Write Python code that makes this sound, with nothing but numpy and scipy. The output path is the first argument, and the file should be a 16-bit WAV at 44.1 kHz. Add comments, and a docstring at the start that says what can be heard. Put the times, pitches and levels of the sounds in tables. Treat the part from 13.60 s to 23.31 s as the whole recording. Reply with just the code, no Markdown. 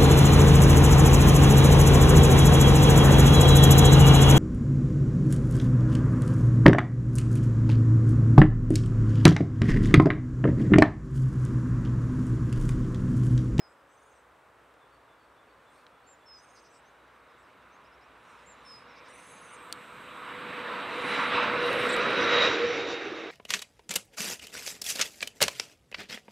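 """A twin-engined jet climbs off a wet runway and passes about 130 m from a camera microphone at
the airfield's edge. Its turbulent exhaust roar swells out of the distant airport rumble, surging in
the moving air; fan whine and a low howl sink in pitch with the Doppler shift.
A small songbird whistles and twitters nearby, a little to the right, and another calls far off.
A few raindrops tick on the camera's housing, right at the microphone."""
import sys
import numpy as np
from scipy import signal
from scipy.fft import rfft, irfft, next_fast_len
from scipy.io import wavfile
from scipy.ndimage import uniform_filter1d, map_coordinates

SR = 44100
rng = np.random.default_rng(int(sys.argv[2]) if len(sys.argv) > 2 else 0)


def int16_out(signal):
    """Quantize to a 16-bit WAV file."""
    q = np.round(np.clip(np.atleast_2d(signal).T, -1, 1) * 32767)
    wavfile.write(sys.argv[1], SR, q.astype(np.int16))


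N = 428211

# the flight path: moment and distance of closest approach, speed, air loss beyond that distance
ABREAST_S, CLOSEST_M, SPEED_M_PER_S, AIR_LOSS_DB_PER_M = 8.844, 132.6, 75, 0.01
# each engine sound leaves in a beam: on-axis level/dB, axis from nose/deg, width/deg, off-axis drop/dB
RUMBLE_BEAM = (-46.5, 73, 47, 22.5)
ROAR_BEAM = (-35, 90.5, 69, 39.5)
HOWL_BEAM = (-34.5, 80.5, 52, 41)
AIR_BEAM = (-29.5, 74.5, 40.5, 24.5)
FAN_BEAM = (-31.5, 78.5, 49, 30.5)
WHINE_BEAM = (-45, 83, 53.5, 47)
TURBINE_BEAM = (-48.5, 89.5, 41, 26)
# moving air focuses the jet on the microphone: t/s, width/s, roar/dB, howl/dB, rush/dB, whine/dB
SURGES = [(5.24, 0.53, 0, 6, 1, 7), (6.95, 0.41, 5.5, 7, 4.5, 3.5), (7.43, .15, 5, 6, 1, 0),
          (7.551, 0.1, 3.5, 2.5, 4.5, 14.5), (7.758, 0.12, 3, 9, 6.5, 8.5), (8.06, 0.1, 3, 6, -0.4, 6),
          (8.33, 0.066, 0.5, 0, -0.5, 4), (8.798, 0.12, -2, 9, 5, 12), (9.08, 0.093, -2, 8.5, 0.4, -1),
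          (9.3, 0.076, 0.5, 4.5, 0, 9)]
# exhaust roar and rush of air, from ahead of the jet and as it passes: f/Hz, relative level/dB
ROAR_AHEAD = [(170, -6), (215, -2), (275, 2), (340, -2), (385, -2), (450, -0.5), (600, -12.5), (780, -9.5),
              (1000, -25), (1500, -49)]
ROAR_BEHIND = [(180, -28), (240, -13), (335, 3.5), (365, -5.5), (400, 4.5), (550, -16.5), (780, -7.5),
               (1000, -27), (1500, -50)]
AIR_AHEAD = [(600, -5.5), (780, -10.5), (950, -1.5), (1100, -0.5), (1300, -.5), (1550, -4.5), (1800, -11.5),
             (2400, -31)]
AIR_ABREAST = [(540, 1.5), (620, -3), (780, -12.5), (950, -5), (1300, -0.5), (1550, -2), (1800, -11.5),
               (2400, -33)]
ROAR_TURN_DEG, AIR_TURN_DEG = (59, 104), (56.4, 67.7)  # angles over which each takes its later colour
# spectra of the jet's other noise bands: f/Hz, relative level/dB
RUMBLE_COLOUR = [(30, -25), (50, -26), (70, -5.5), (95, -2.5), (125, -1), (170, 1.5), (205, 0), (260, -1)]
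FAN_COLOUR = [(1300, -14), (1750, 0), (2250, 1), (2800, -2), (3200, -8), (3600, -7), (3850, -5),
              (4100, -14.5), (4600, -18.5), (5500, -34.5)]
TURBINE_COLOUR = [(3500, 1), (4400, -1), (5000, -0.5), (5850, -0.5), (6300, -6.5), (7200, -12), (8200, -29),
                  (11000, -46)]
HOWL_COLOUR = [(420, -25), (475, 6), (510, -5.5), (580, -17.5)]
WHINE_COLOUR = [(3300, -7.5), (3600, -9), (3850, 1), (4000, -13), (4300, -15.5)]
HISS_COLOUR = [(5000, -24), (7300, -5), (8300, 3.5), (9100, -11), (9900, -6), (11000, -15.5), (12500, -7),
               (14000, -16.5), (15800, -23)]
# fan blade tone at the microphone, lowered by the passing motion: t/s, f/Hz
BLADE_GLIDE = [(0, 3995), (5, 3985), (6, 3975), (7, 3945), (7.6, 3918), (8, 3890), (8.4, 3866),
               (8.85, 3834), (9.25, 3775), (9.71, 3718)]
# tones of the fan shaft: shaft order, relative level/dB
FAN_ORDERS = [(7, -8), (11, -6), (14, -3.5), (28, 1), (30, -11), (36, -21.5), (42, -26.5)]
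# the jet leans to the right of the microphone: f/Hz, left minus right/dB
JET_BALANCE = [(125, -.1), (250, -.7), (500, -1.3), (2000, -2), (4000, -1.4), (12000, -.3)]
# rise and fall of the high hiss: t/s, level/dB
HISS_LEVEL = [(5.4, -85), (5.6, -74), (5.97, -78), (6.03, -68.5), (8, -65.5), (8.27, -56), (8.45, -67),
              (8.66, -71), (9.2, -83)]
# soft swishes: t/s, width/s, level/dB
SWISHES = [(2.17, 0.1, -74.5), (4.76, 0.19, -74), (5.13, 0.082, -69), (5.72, 0.22, -67),
           (7.55, 0.23, -56.5)]

# the near songbird's phrases, a high whistle and then a low one: t/s, low whistle's level/dB
PHRASES = [(-.245, -65), (2.465, -56.5), (4.857, -54.5), (7.53, -60.5)]
HIGH_WHISTLE_HZ, LOW_WHISTLE_HZ = [7100, 7380, 7340, 7000], [5350, 5170, 5060, 5020]
HIGH_WHISTLE_S, LOW_WHISTLE_S, LOW_AFTER_S, HIGH_WHISTLE_DB = 0.088, 0.15, 0.19, -6.5
# its V-shaped chips: t/s, level/dB
CHIPS = [(4.235, -75), (4.312, -76), (4.402, -74)]
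CHIP_S, CHIP_HZ = 0.052, [5900, 4800, 5500, 5750]
# its slides: t/s, length/s, start f/Hz, end f/Hz, level/dB
SLIDES = [(3.246, 0.057, 5750, 6660, -75), (3.68, .05, 5400, 4880, -82), (3.82, .05, 5600, 4700, -82),
          (4.112, .06, 5850, 6650, -76), (5.28, .066, 5800, 5050, -71), (5.855, 0.28, 8500, 7970, -71)]
# its buzzes: t/s, length/s, f/Hz, level/dB
BUZZES = [(.07, 0.086, 7970, -80), (2.95, 0.059, 5000, -65), (3.033, 0.059, 5260, -69),
          (3.13, 0.052, 5330, -71), (3.1, 0.11, 7960, -72), (3.767, .08, 7800, -80),
          (5.35, 0.058, 5130, -66), (5.442, 0.052, 5250, -69), (8.288, 0.027, 7600, -49),
          (8.317, 0.038, 7900, -47)]
# its twitters: t/s, length/s, upper f/Hz, upper level/dB, lower f/Hz, lower level/dB
TWITTERS = [(0.278, 0.33, 9000, -79, 6340, -79), (2.73, 0.39, 8940, -77.5, 6300, -72),
            (5.481, 0.49, 10170, -65, 6420, -68.5), (8.002, 0.4, 12050, -70.5, 9300, -63),
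            (8.4, 0.27, 9660, -74, 8600, -76)]
# the far bird's two notes: delay/s, f/Hz, level/dB
FAR_NOTES = [(0, 3500, -77.5), (.108, 4490, -83)]

# raindrops on the camera: t/s, relative splat level/dB, treble cutoff/Hz, thump level/dB
DROPS = [(1.14, -62, 15000, -100), (1.347, -68, 11000, -100), (2.266, -42, 4500, -95),
         (6.1255, -23.5, 13000, -75), (8.13, -36, 15100, -80), (8.283, -44, 15000, -80),
         (8.365, -32.5, 15000, -48), (8.505, -40.5, 11800, -79)]
# spectrum of a splat on the housing: f/Hz, gain/dB
DROP_COLOUR = [(300, -15), (1500, -6), (2800, -4), (4400, 0), (6000, -7), (8200, -4), (11000, -9),
               (15800, -14)]
# engines far across the airfield: f/Hz, relative level/dB
AIRPORT_COLOUR = [(30, -29), (60, -13), (120, -4.5), (190, -14), (270, -6), (380, -4), (480, -0.5),
                  (700, -2.5), (1100, -1.5), (1500, -3.5), (2200, -13), (3500, -20), (4500, -26),
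                  (8000, -31), (15800, -37.5)]


def jet_noise(fan_surge=1.1, turbine_surge=0.58):
    """Turbulent exhaust and fan flow; the turbine comes in as the engines draw abreast."""
    roar_db, _, rush_db, whine_db = surges()
    flutter = wobble(19)  # eddies on the path make the higher bands twinkle together
    rumble = amp(heard(RUMBLE_BEAM)) * rush(RUMBLE_COLOUR, patchy_db=2, width=.06)
    roar = turning(ROAR_TURN_DEG, rush(ROAR_AHEAD, patchy_db=0.4, width=0.027),
                   rush(ROAR_BEHIND, patchy_db=-2, width=0.063))
    roar *= amp(heard(ROAR_BEAM) + roar_db)
    air = turning(AIR_TURN_DEG, rush(AIR_AHEAD, patchy_db=1.63, width=0.098),
                  rush(AIR_ABREAST, patchy_db=1.07, width=0.098))
    air *= amp(heard(AIR_BEAM) + rush_db + 0.6 * flutter)
    fan = rush(FAN_COLOUR, patchy_db=1.4, width=0.098)
    fan *= amp(heard(FAN_BEAM) + fan_surge * rush_db + 0.27 * flutter)
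    turbine = rush(TURBINE_COLOUR, patchy_db=2, width=0.17)
    turbine *= amp(heard(TURBINE_BEAM) + turbine_surge * whine_db + 2.5 * flutter)
    return rumble + roar + air + fan + turbine


def jet_tones(blades=28):
    """Fan orders and a low howl share one Doppler glide; turbulence blurs them and adds noise skirts."""
    blade_hz, = curves(BLADE_GLIDE)
    shaft_hz, howl_hz = blade_hz / blades, blade_hz / 8
    _, howl_db, _, whine_db = surges()
    whine = sum(amp(db + 1.6 * wobble(24)) * tone(order * shaft_hz * (1 + 0.00293 * wobble(70)))
                for order, db in FAN_ORDERS)
    howl = unit(amp(3 * wobble(28)) * tone(howl_hz * (1 + .016 * wobble(60))))
    whine_skirt = amp(-2) * rush(WHINE_COLOUR, patchy_db=2, width=.12)
    gusts = amp(2.1 * wobble(24))
    howl_skirt = rush(HOWL_COLOUR, patchy_db=4, width=0.068)
    whine = amp(heard(WHINE_BEAM) + whine_db) * gusts * (amp(-1) * whine + whine_skirt)
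    howl = amp(heard(HOWL_BEAM) + howl_db) * (.87 * howl + .5 * howl_skirt)
    return whine + howl


def flight():
    """Distance to the jet (m) and the angle between its nose and the microphone (deg)."""
    to_go = SPEED_M_PER_S * (ABREAST_S - np.arange(N) / SR)
    return np.hypot(to_go, CLOSEST_M), np.degrees(np.arctan2(CLOSEST_M, to_go))


def heard(beam):
    """Level in dB of one engine sound as its beam sweeps over the microphone."""
    db, axis_deg, width_deg, drop_db = beam
    distance, angle = flight()
    off_axis = 1 - np.exp(-((angle - axis_deg) / width_deg) ** 2)
    spreading_db = 20 * np.log10(distance / CLOSEST_M)
    return db - drop_db * off_axis - spreading_db - AIR_LOSS_DB_PER_M * (distance - CLOSEST_M)


def turning(span_deg, early, late):
    """One noise gives way to another as the passing jet shows the microphone its side."""
    _, angle = flight()
    share = np.clip((angle - span_deg[0]) / (span_deg[1] - span_deg[0]), 0, 1)
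    return np.sqrt(1 - share) * early + np.sqrt(share) * late


def surges():
    """Extra dB for the roar, howl, rush and whine as moving air focuses them."""
    return sum(np.outer(gains_db, swell(s, width)) for s, width, *gains_db in SURGES)


def hiss():
    """A smooth high hiss that rises while the jet is near, and a few soft swishes."""
    hiss_db, = curves(HISS_LEVEL)
    high = amp(hiss_db + .4 * wobble(19)) * rush(HISS_COLOUR, patchy_db=.5, width=.04)
    swishing = sum(amp(db) * swell(s, width) for s, width, db in SWISHES)
    swish = rush([(4000, -2), (6500, -5), (8500, 0), (11500, -14.5)], patchy_db=4.5, width=0.064)
    return high + swishing * swish


def songbird():
    """A small bird near the microphone; in its twitters both sides of the syrinx sing at once."""
    song = np.zeros(N)
    for s, db in PHRASES:
        add(song, s, amp(db + HIGH_WHISTLE_DB) * note(HIGH_WHISTLE_S, HIGH_WHISTLE_HZ))
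        add(song, s + LOW_AFTER_S, amp(db) * note(LOW_WHISTLE_S, LOW_WHISTLE_HZ))
    for s, db in CHIPS:
        add(song, s, amp(db) * note(CHIP_S, CHIP_HZ))
    for s, length, start_hz, end_hz, db in SLIDES:
        add(song, s, amp(db) * note(length, [start_hz, end_hz]))
    for s, length, hz, db in BUZZES:
        add(song, s, amp(db) * note(length, [hz] * 3, rasp_hz=480))
    for s, length, upper_hz, upper_db, lower_hz, lower_db in TWITTERS:
        middle_hz = (upper_hz + lower_hz) / 2
        add(song, s, amp(upper_db) * twitter(length, upper_hz, sag=.14))
        add(song, s, amp(upper_db - 4) * twitter(length, middle_hz, sag=.06, swoop=.09, rasp_hz=450))
        add(song, s, amp(lower_db) * twitter(length, lower_hz, sag=.06))
    return outdoors(song, t60=0.78, wet_db=-13)


def twitter(length, top_hz, sag, swoop=.04, rasp_hz=200, per_second=62, scatter_db=3):
    """An arch of swooping syllables, pure or scratchy; its ends lie under its top by the share sag."""
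    run = np.zeros(SR)
    count = round(length * per_second)
    for k, (late, span, rasp, size, *bend) in enumerate(rng.standard_normal((count, 7))):
        arch = np.sin(np.pi * (k + .5) / count)
        contour_hz = top_hz * (1 - sag * (1 - arch)) * (1 + swoop * np.array(bend))
        syllable = note(.03 * np.exp(.3 * span), contour_hz, rasp_hz=rasp_hz * max(rasp, 0))
        add(run, (k + 0.4 * late) / per_second, arch ** 0.14 * amp(scatter_db * size) * syllable)
    return unit(run[:int((length + .05) * SR)])


def note(length, contour_hz, rasp_hz=0):
    """One bird note gliding through its pitches with a slight waver; fast pitch noise makes it rasp."""
    u = np.linspace(0, 1, int(length * SR))
    pitch = np.interp(u, np.linspace(0, 1, len(contour_hz)), contour_hz)
    envelope = unit(np.abs(np.sin(np.pi * u)) ** .7)
    return envelope * tone(pitch + 30 * wobble(90, len(u)) + rasp_hz * wobble(2500, len(u)))


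def raindrops(t60=0.013, rise_s=0.00022, thump_hz=36, thump_t60=.15):
    """Each drop splats briefly right by the microphone; a heavy one also shakes the housing."""
    splats, thumps = np.zeros(N), np.zeros(N)
    t = np.arange(SR // 5) / SR
    for s, db, bright_hz, thump_db in DROPS:
        spray = signal.lfilter(*signal.butter(3, bright_hz, fs=SR), rng.standard_normal(len(t)))
        add(splats, s, amp(db + 5.5 - 60 * t / t60) * (1 - np.exp(-t / rise_s)) * spray)
        add(thumps, s, amp(thump_db - 60 * t / thump_t60) * np.sin(2 * np.pi * thump_hz * t))
    return coloured(splats, DROP_COLOUR) + thumps


def far_bird(count=6, start_s=1.195, period_s=.281, note_s=0.081, sag_hz_per_s=62):
    """Far off, a bird see-saws between a low and a high note, sinking a little."""
    calls = np.zeros(N)
    for since in period_s * np.arange(count):
        for after, hz, db in FAR_NOTES:
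            pitch = hz - sag_hz_per_s * since
            add(calls, start_s + since + after, amp(db) * note(note_s, [pitch + 40, pitch - 30]))
    return outdoors(calls, t60=.7, wet_db=-2)


def airport():
    """Steady engines across the airfield, a low hum and a far drone that soon fades."""
    engines = amp(-60 + 0.21 * wobble(5.5)) * rush(AIRPORT_COLOUR, patchy_db=0, width=0.25)
    hum = amp(-77) * rush([(45, -25), (60, 0), (80, -26)], patchy_db=1, width=.02)
    drone = amp(-72) * swell(.3, .35) * tone(545 + 8 * wobble(50))
    return engines + hum + drone


def camera_whine():
    """A faint, steady high whine from the camera itself."""
    return amp(-95) * tone(9750 + 70 * wobble(300))


def outdoors(x, t60, wet_db):
    """The direct sound plus a thin scatter from trees and ground."""
    t = np.arange(SR // 2) / SR
    tail = rng.standard_normal((2, len(t))) * amp(-60 * t / t60)
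    return x + amp(wet_db) * signal.fftconvolve(x[None], tail / np.linalg.norm(tail[0]), axes=1)[:, :N]


def rush(spectrum, patchy_db, width):
    """Noise of rms near 1, mono in the bass, wider above; moving air gives it patches of random gain."""
    bins = signal.stft(rng.standard_normal((2, N)), nperseg=512)[2]
    patches = uniform_filter1d(rng.standard_normal(bins.shape[1:]), size=5, axis=0)
    patches = uniform_filter1d(patches, size=16, axis=1)
    pair = signal.istft(bins * amp(patchy_db * unit(patches)), nperseg=512)[1][:, :N]
    mid, side = unit(coloured(pair, spectrum))
    side = filtered(side, lambda hz: width * np.minimum(hz / 500, 1))
    return np.array([mid + side, mid - side])


def coloured(x, spectrum):
    """x through a spectrum that falls steeply beyond its ends."""
    low, high = spectrum[0][0], spectrum[-1][0]
    skirt = lambda hz: np.minimum(1, np.minimum(hz / low, high / (hz + 1))) ** 6
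    return filtered(x, lambda hz: amp(along(spectrum, hz)) * skirt(hz))


def filtered(x, response):
    """x times a response of frequency."""
    size = next_fast_len(N + SR // 2)
    return irfft(rfft(x, size) * response(np.fft.rfftfreq(size, 1 / SR)), size)[..., :N]


def along(points, hz):
    """Interpolate (f/Hz, value) points on a log axis."""
    f, values = np.transpose(points)
    return np.interp(np.log(hz + 1), np.log(f + 1), values)


def curves(rows):
    """One value per sample for each column after the time."""
    s, *columns = np.transpose(rows)
    return [np.interp(np.arange(N) / SR, s, column) for column in columns]


def wobble(rate, size=N):
    """A smooth random curve, rate knots a second."""
    knots = rng.standard_normal(int(size * rate / SR) + 4)
    return map_coordinates(knots, [np.arange(size) * rate / SR])


def swell(s, width):
    """A smooth bump of height 1 around time s."""
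    return np.exp(-((np.arange(N) / SR - s) / width) ** 2)


def tone(hz):
    """A sine of rms 1 that follows a pitch curve."""
    return np.sqrt(2) * np.sin(2 * np.pi * np.cumsum(hz) / SR)


def add(track, s, sound):
    """Mix a sound into the track at time s."""
    start = round(s * SR)
    part = sound[max(0, -start):N - start]
    track[max(0, start):][:len(part)] += part


def amp(db):
    """Decibels to gain."""
    return 10 ** (np.asarray(db) / 20)


def unit(x):
    """Scale to rms 1."""
    return x / np.sqrt(np.mean(x ** 2) + 1e-20)


def scene():
    """From the airfield's edge: jet and songbird a little to the right, the airport almost dead ahead."""
    pan = lambda left_db: amp(np.outer([.5, -.5], left_db))
    jet = filtered(jet_noise() + jet_tones(), lambda hz: pan(along(JET_BALANCE, hz)))
    background = pan(left_db=.4) * (airport() + camera_whine())
    return jet + background + hiss() + pan(left_db=-1) * songbird() + far_bird() + raindrops()


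def record(dry, top_hz=15750):
    """The camera keeps nothing above its band limit."""
    return filtered(dry, lambda hz: hz < top_hz)


dry = scene()
out = record(dry)
int16_out(out)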